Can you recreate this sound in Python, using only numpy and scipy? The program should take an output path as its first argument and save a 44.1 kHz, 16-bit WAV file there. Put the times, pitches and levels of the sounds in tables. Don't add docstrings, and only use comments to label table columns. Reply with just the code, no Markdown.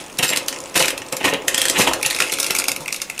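import sys
import numpy as np
from scipy import signal
from scipy.fft import rfft, irfft
from scipy.io import wavfile

SR = 44100
rng = np.random.default_rng(int(sys.argv[2]) if len(sys.argv) > 2 else 0)


def gain_from_db(level_db):
    decades = np.asarray(level_db, float) / 20
    return 10 ** decades


def dump_mix(stems):
    frames = np.atleast_2d(stems).T
    limited = np.clip(frames, -1, 1)
    pcm = np.round(limited * 32767).astype(np.int16)
    wavfile.write(sys.argv[1], SR, pcm)


N = 141120
TIME = np.arange(N) / SR
STEEL_T60_S, CAGE_T60_S, FRAME_T60_S = 0.003, 0.011, 0.021


def unit(x):
    return x / np.sqrt(np.mean(x ** 2))


def ring(push, modes, t60):
    scatter_db, hold = 2.0, 256
    out, radius = 0, gain_from_db(-60 / (t60 * SR))
    for k, (hz, db) in enumerate(modes):
        w = 2 * np.pi * hz / SR
        wander = np.repeat(rng.standard_normal(N // hold + 1), hold)[:N]
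        force = push * gain_from_db(db + scatter_db * wander) + 1e-18
        poles = [1, -2 * radius * np.cos(w), radius * radius]
        out = out + (-1) ** k * signal.lfilter([0, np.sin(w)], poles, force)
    return out


def grains(per_s, spread):
    size = gain_from_db(spread * np.minimum(rng.exponential(1, N), 5)) * rng.choice([-1, 1], N)
    return unit(size * (rng.random(N) < per_s / SR))


def strikes(s, level):
    at = np.zeros(N)
    at[(s * SR).astype(int)] = level
    return at


# f/Hz, level/dB
HUM_SPECTRUM = [(25, 1), (60, -8), (200, 4), (500, 0), (1000, -3.5), (2600, -4.5), (8000, -30),
                (15500, -13)]


def hum():
    hz, db = np.transpose(HUM_SPECTRUM)
    f = np.maximum(np.fft.rfftfreq(N, 1 / SR), 1)
    shape = gain_from_db(np.interp(np.log(f), np.log(hz), db))
    return gain_from_db(-42) * unit(irfft(rfft(rng.standard_normal(N)) * shape, N))


def room(x):
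    t60_s, treble_t60_s, gap_s = 0.29, 0.12, 0.003
    wall_cut_hz, low_cut_hz, level_db = 2700, 273, -7.0
    t, noise = np.arange(SR // 2) / SR, rng.standard_normal(SR // 2)
    low = signal.lfilter(*signal.butter(1, wall_cut_hz, fs=SR), noise)
    treble = noise - low
    tail = low * gain_from_db(-60 * t / t60_s) + treble * gain_from_db(-60 * t / treble_t60_s)
    tail = tail * (t > gap_s)
    tail = signal.lfilter(*signal.butter(2, low_cut_hz, "high", fs=SR), tail)
    return gain_from_db(level_db) * signal.fftconvolve(x, tail / np.sqrt(np.sum(tail ** 2)))[:N]


# t/s, rattle level/dB, frame rumble level/dB
AGITATION = [(0.0, -21.5, -31), (0.05, -39, -43.5), (0.45, -35, -34.5), (0.7, -37.5, -39),
             (0.95, -39, -33.5), (1.2, -38, -42), (1.45, -40, -33.5), (1.6, -16, -34.5), (1.9, -31.5, -22),
             (2.0, -32, -32), (2.15, -24, -34.5), (2.3, -25, -34), (2.45, -25, -37), (2.6, -26, -36.5),
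             (2.8, -39, -37.5), (3.2, -35.5, -56)]
# f/Hz, level/dB
STAND_MODES = [(60, 2), (110, 1)]


def stand():
    s, _, rumble_db = np.transpose(AGITATION)
    shudder = unit(ring(grains(400, 1.0), STAND_MODES, 0.15))
    return gain_from_db(np.interp(TIME, s, rumble_db) - 22) * shudder


# f/Hz, level/dB
STEEL_MODES = [(3700, -0.5), (4400, 1), (5000, 1.5), (5600, 1.5), (6300, 1), (7100, 0.5), (8100, -1),
               (9000, -1), (9900, -1.5), (11000, -4), (12000, -6), (13200, -8), (14600, -13)]
# f/Hz, level/dB
PULLEY_MODES = [(1400, -1), (2100, 1.5), (2300, 5), (2520, 6), (2750, 3), (3400, 2)]
# f/Hz, level/dB
FRAME_MODES = [(150, -10), (215, 0), (300, -0.5), (410, 2.5), (548, 2), (680, -1.5), (880, -2.5),
               (1050, -4.5), (1250, -6)]


def rattle():
    s, link_db, rumble_db = np.transpose(AGITATION)
    per_s, spread = 900, 2.6
    steel = unit(ring(grains(per_s, spread), STEEL_MODES[:10], STEEL_T60_S))
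    pulley = unit(ring(grains(per_s, spread), PULLEY_MODES, CAGE_T60_S))
    links = gain_from_db(-9.5) * steel + gain_from_db(-12.5) * pulley
    rumble = unit(ring(grains(1500, 2.7), FRAME_MODES[2:], FRAME_T60_S))
    return gain_from_db(np.interp(TIME, s, link_db)) * links + gain_from_db(np.interp(TIME, s, rumble_db) - 2) * rumble


# f/Hz, level/dB, T60/s
PING_MODES = [(7430, 10, 0.18), (5100, 6.5, .08), (10370, -3, 0.06), (11830, 0, .055), (13610, -6, .1)]


def pings():
    t = np.maximum(TIME - 0.28, 0)
    return sum(gain_from_db(-29 + db - 60 * t / t60) * np.sin(2 * np.pi * hz * t) for hz, db, t60 in PING_MODES)


# t/s, peak level/dB
ROLLER_KNOCKS = [(2.0123, -17), (2.0298, -9), (2.0996, -17), (2.1096, -16), (2.1276, -15), (2.1475, -18),
                 (2.1624, -16), (2.168, -16), (2.1869, -19), (2.2019, -15), (2.2204, -14), (2.2374, -18),
                 (2.2484, -22), (2.2667, -22), (2.2747, -19), (2.2934, -21), (2.2997, -16), (2.3236, -17),
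                 (2.3394, -17), (2.3695, -20), (2.3895, -20), (2.4014, -19), (2.4289, -16), (2.4448, -16),
                 (2.4628, -17), (2.4724, -18), (2.4823, -16), (2.5027, -17), (2.5074, -17), (2.5366, -18),
                 (2.5496, -14), (2.5636, -12), (2.5714, -16), (2.588, -14), (2.6189, -20), (2.6399, -16),
                 (2.6544, -20), (2.6848, -14), (2.6918, -13), (2.7162, -12), (2.7626, -16), (2.8589, -17),
                 (2.8789, -11), (2.8874, -18), (2.9054, -21), (2.9257, -16), (2.9447, -18), (2.9632, -23),
                 (3.0006, -23), (3.0195, -14), (3.0989, -18), (3.1428, -36), (3.1782, -19), (3.1924, -19)]
# t/s, peak level/dB
LINK_TICKS = [(.0014, -41), (.0209, -32), (.0398, -25), (.0817, -27), (.1044, -30), (.1194, -30),
              (.1274, -24), (.1486, -28), (.172, -21), (.4294, -23), (.462, -17), (.4715, -31),
              (.5324, -26), (.548, -34), (.5804, -27), (.5872, -16), (.6114, -32), (.6384, -17), (.65, -27),
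              (.6744, -31), (.6973, -21), (1.4521, -30), (1.6656, -21), (1.7114, -9), (1.9894, -27),
              (2.833, -28), (2.857, -34)]


def knocks():
    out = 0
    contact = np.exp(-np.arange(300) / SR / 0.002)
    for rows, trim_db, modes, t60 in ((ROLLER_KNOCKS, -23, PULLEY_MODES[1:5], 0.011),
                                      (ROLLER_KNOCKS, -23.5, STEEL_MODES, STEEL_T60_S),
                                      (LINK_TICKS, -22, STEEL_MODES[2:9], STEEL_T60_S)):
        s, db = np.transpose(rows)
        at = strikes(s, gain_from_db(db + trim_db))
        rough = signal.fftconvolve(at, contact)[:N] * rng.choice([-1, 1], N)
        out = out + ring(rough + gain_from_db(11.0) * at, modes, t60)
    return out


# t/s, f/Hz, level/dB
DROPS = [
    (0.231, 152, -18),
    (.76, 140, -28),
    (1.0, 112, -27),
    (1.329, 447, -5),
    (1.793, 218, -8),
    (1.873, 930, -3.5),
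    (2.053, 144, -23),
    (2.202, 1390, -9),
    (2.799, 150, -26),
]


def thuds():
    out = 0
    for s, hz, db in DROPS:
        cycles = np.maximum(TIME - s, 0) * hz
        t60_cycles = 11.0 * (hz / 200) ** 0.5
        swell = 1 - np.exp(-cycles)
        out = out + gain_from_db(db - 60 * cycles / t60_cycles) * swell * np.sin(2 * np.pi * cycles)
    return out


# peak t/s, rise t/s, frame level/dB, cage level/dB, steel level/dB
GRINDS = [(0.191, 0.0012, -15.5, -14, -32), (0.236, 0.0086, -16, -10.5, -9), (0.312, 0.01, -21, -32, -47),
          (0.332, 0.0091, -21, -15.5, -36), (0.763, 0.01, -12.5, -14, -10.5),
          (0.803, 0.0082, -10, -18.5, -12), (0.844, 0.015, -22.5, -17, -27),
          (1.128, 0.0063, -14.5, -26, -44), (1.212, 0.011, -21.5, -23.5, -32),
          (1.254, 0.012, -10, -12, -16.5), (1.282, 0.01, -14, -17.5, -26.5),
          (1.342, 0.018, -16.5, -18.5, -56), (1.767, 0.02, -38, -17, -28), (1.798, 0.02, -10, -24, -11),
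          (1.815, 0.013, -45, -10, -17), (1.876, 0.0074, -13.5, -13, -18), (2.053, 0.0054, -35, -13, -19),
          (2.22, 0.013, -20.5, -45, -34), (2.508, 0.009, -23.5, -20, -31), (2.808, 0.0059, -27, -82, -29)]
# f/Hz, level/dB
CAGE_MODES = [(1400, -6), (1850, 1.5), (2150, 2.5), (2450, 3), (2700, 4.5), (3000, 2.5), (3350, -3.5),
              (3900, -6)]


def shifts():
    out = 0
    bodies = ((FRAME_MODES[1:], FRAME_T60_S, -26, 0.012), (CAGE_MODES, CAGE_T60_S, -22, 0.0097),
              (STEEL_MODES, STEEL_T60_S, -18, 0.021))
    for k, (modes, t60, trim_db, fall_s) in enumerate(bodies):
        swell = 0
        for row in GRINDS:
            peak_s, rise_s, db = row[0], row[1], row[2 + k]
            rise, fall = -((TIME - peak_s) / rise_s) ** 2, (peak_s - TIME) / fall_s
            swell = swell + gain_from_db(db) * np.exp(np.where(TIME < peak_s, rise, fall))
        out = out + gain_from_db(trim_db) * ring(swell * grains(1400, 2.43), modes, t60)
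    return out


def crack_shape():
    crack_s, shudder_s, lead_s = 0.00081, 0.0072, 0.0025
    t = np.arange(-400, 1500) / SR
    after = np.maximum(t, 0)
    crack = after / crack_s * np.exp(1 - 2 * after / crack_s)
    shudder = np.exp(-after / shudder_s) * (1 - np.exp(-after / crack_s))
    scrape = np.exp(-np.abs(t) / lead_s)
    return crack + gain_from_db(-11.5) * shudder + gain_from_db(-14.0) * scrape


# t/s, steel peak level/dB, cage or pulley level re steel/dB
LINK_SNAPS = [(0.0622, -30, -4), (0.0976, -33, 4.5), (0.1872, -6, -11), (0.2278, -10.5, 3),
              (0.291, -11, -3), (0.302, -12, -4), (0.3331, -15, -2), (0.3606, -11.5, -4),
              (0.3719, -5.5, -7.5), (0.4827, -7, -6.5), (0.5261, -19, -1), (0.542, -21.5, -7),
              (0.561, -23.5, -1.5), (0.603, -22, -53), (0.6574, -26.5, -1.5), (0.7426, -20, -8),
              (0.7588, -8.5, -4), (0.7753, -7, -2), (0.8, -21, -22), (0.824, -9, 0), (0.856, -10.5, -21),
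              (0.8813, -6, -3), (0.904, -13, -3), (0.9774, -17.5, -5.5), (1.018, -25, 4.5),
              (1.064, -29.5, -34),
              (1.0853, -26.5, -19), (1.125, -11, -6.5), (1.1672, -14, -6.5), (1.2296, -24, 6.5),
                (1.2521, -24, 11), (1.3364, -15, -3), (1.42, -28.5, 3), (1.481, -3, -6.5),
                (1.5448, -7, 2.5), (1.579, -4.5, -5), (1.6162, -6.5, -0.5), (1.6538, -7.5, 1),
                (1.6832, -11, -1), (1.6977, -4, -2.5), (1.7588, -21, 4), (1.934, -8.5, -3.5),
                (2.028, -10, -13), (2.0615, -4.5, -28), (2.1017, -14, -17), (2.108, -12, -1),
                (2.129, -19, -17), (2.1473, -14.5, -7), (2.1626, -17.5, -2), (2.187, -15, -5),
                (2.2022, -5.5, -1), (2.2213, -10.5, 0.5), (2.2968, -20, 3),
              (2.3198, -14.5, -12), (2.3244, -11, 3), (2.3374, -13, -17), (2.386, -13.5, 5),
              (2.4001, -4.5, -26), (2.4294, -9.5, -1.5), (2.443, -13.5, 6), (2.4649, -11.5, -35),
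              (2.5065, -6, 6.5), (2.5498, -7.5, 2), (2.5637, -11.5, -21), (2.5863, -5.5, -8),
              (2.5984, -11.5, 3), (2.6402, -14, 0), (2.6829, -5.5, 2), (2.7166, -11.5, -3),
              (2.7623, -17.5, 0), (2.804, -32.5, -24), (2.8809, -18.5, 6), (2.9255, -12, -17),
              (2.9434, -17, -4), (2.962, -17.5, -71), (3.017, -11.5, -3), (3.0984, -17.5, 1.5),
              (3.1794, -24.5, 1.5), (3.1924, -13.5, -43)]
# f/Hz, level/dB
SKIP_MODES = [(1840, -2), (3270, 0.5), (5590, -8), (6150, -5), (7800, -5.5), (8400, -2.5)]
# f/Hz, level/dB
STAY_MODES = [(1643, -13), (1660, -16), (548, -5), (520, -8)]


def snaps():
    s, db, cage_db = np.transpose(LINK_SNAPS)
    faint = db <= -18
    late = s > 2.3
    skip = (s > 1.5) & (s < 1.72)
    steel_db = db - 13.5
    ring_db = db + np.minimum(cage_db, 3) - 22.5
    # modes, T60/s, level of each snap, hard contact level/dB
    bodies = ((STEEL_MODES, STEEL_T60_S, gain_from_db(steel_db) * ~faint, 4.0),
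              (STEEL_MODES[3:8], STEEL_T60_S, gain_from_db(steel_db + 0.5) * faint, 6.0),
              (CAGE_MODES, CAGE_T60_S, gain_from_db(ring_db) * ~late * ~skip, 15.0),
              (SKIP_MODES, 0.008, gain_from_db(ring_db + 4.5) * skip, 17.0),
              (PULLEY_MODES, CAGE_T60_S, gain_from_db(ring_db - 6.5) * late, 16.0),
              (FRAME_MODES, FRAME_T60_S, gain_from_db(db - 37.5), 6.0))
    out, crack, rough = 0, crack_shape(), rng.choice([-1, 1], N)
    for modes, t60, level, hard_db in bodies:
        at = strikes(s, level)
        push = signal.fftconvolve(at, crack)[400:N + 400] * rough
        hard = gain_from_db(hard_db) * np.roll(at, 20)
        out = out + ring(push + hard, modes, t60)
    return out + gain_from_db(-24.0) * ring(strikes(s, gain_from_db(db)), STAY_MODES, 0.16)


def scene():
    bike = snaps() + shifts() + rattle() + pings() + thuds()
    bike = signal.sosfilt(signal.butter(3, 90, "high", fs=SR, output="sos"), bike)
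    near = knocks()
    return (bike + near + room(bike + 0.5 * near) + hum() + stand())[None]


def roll_off(x):
    return signal.sosfilt(signal.butter(12, 16690, fs=SR, output="sos"), x)


def record(dry):
    ceiling, cutoff_hz = 0.93, 16600
    rounded = ceiling * np.tanh(dry / ceiling)
    x = signal.sosfilt(signal.cheby2(8, 50, cutoff_hz, fs=SR, output="sos"), rounded)
    return roll_off(x)


dry = scene()
out = record(dry)
dump_mix(out)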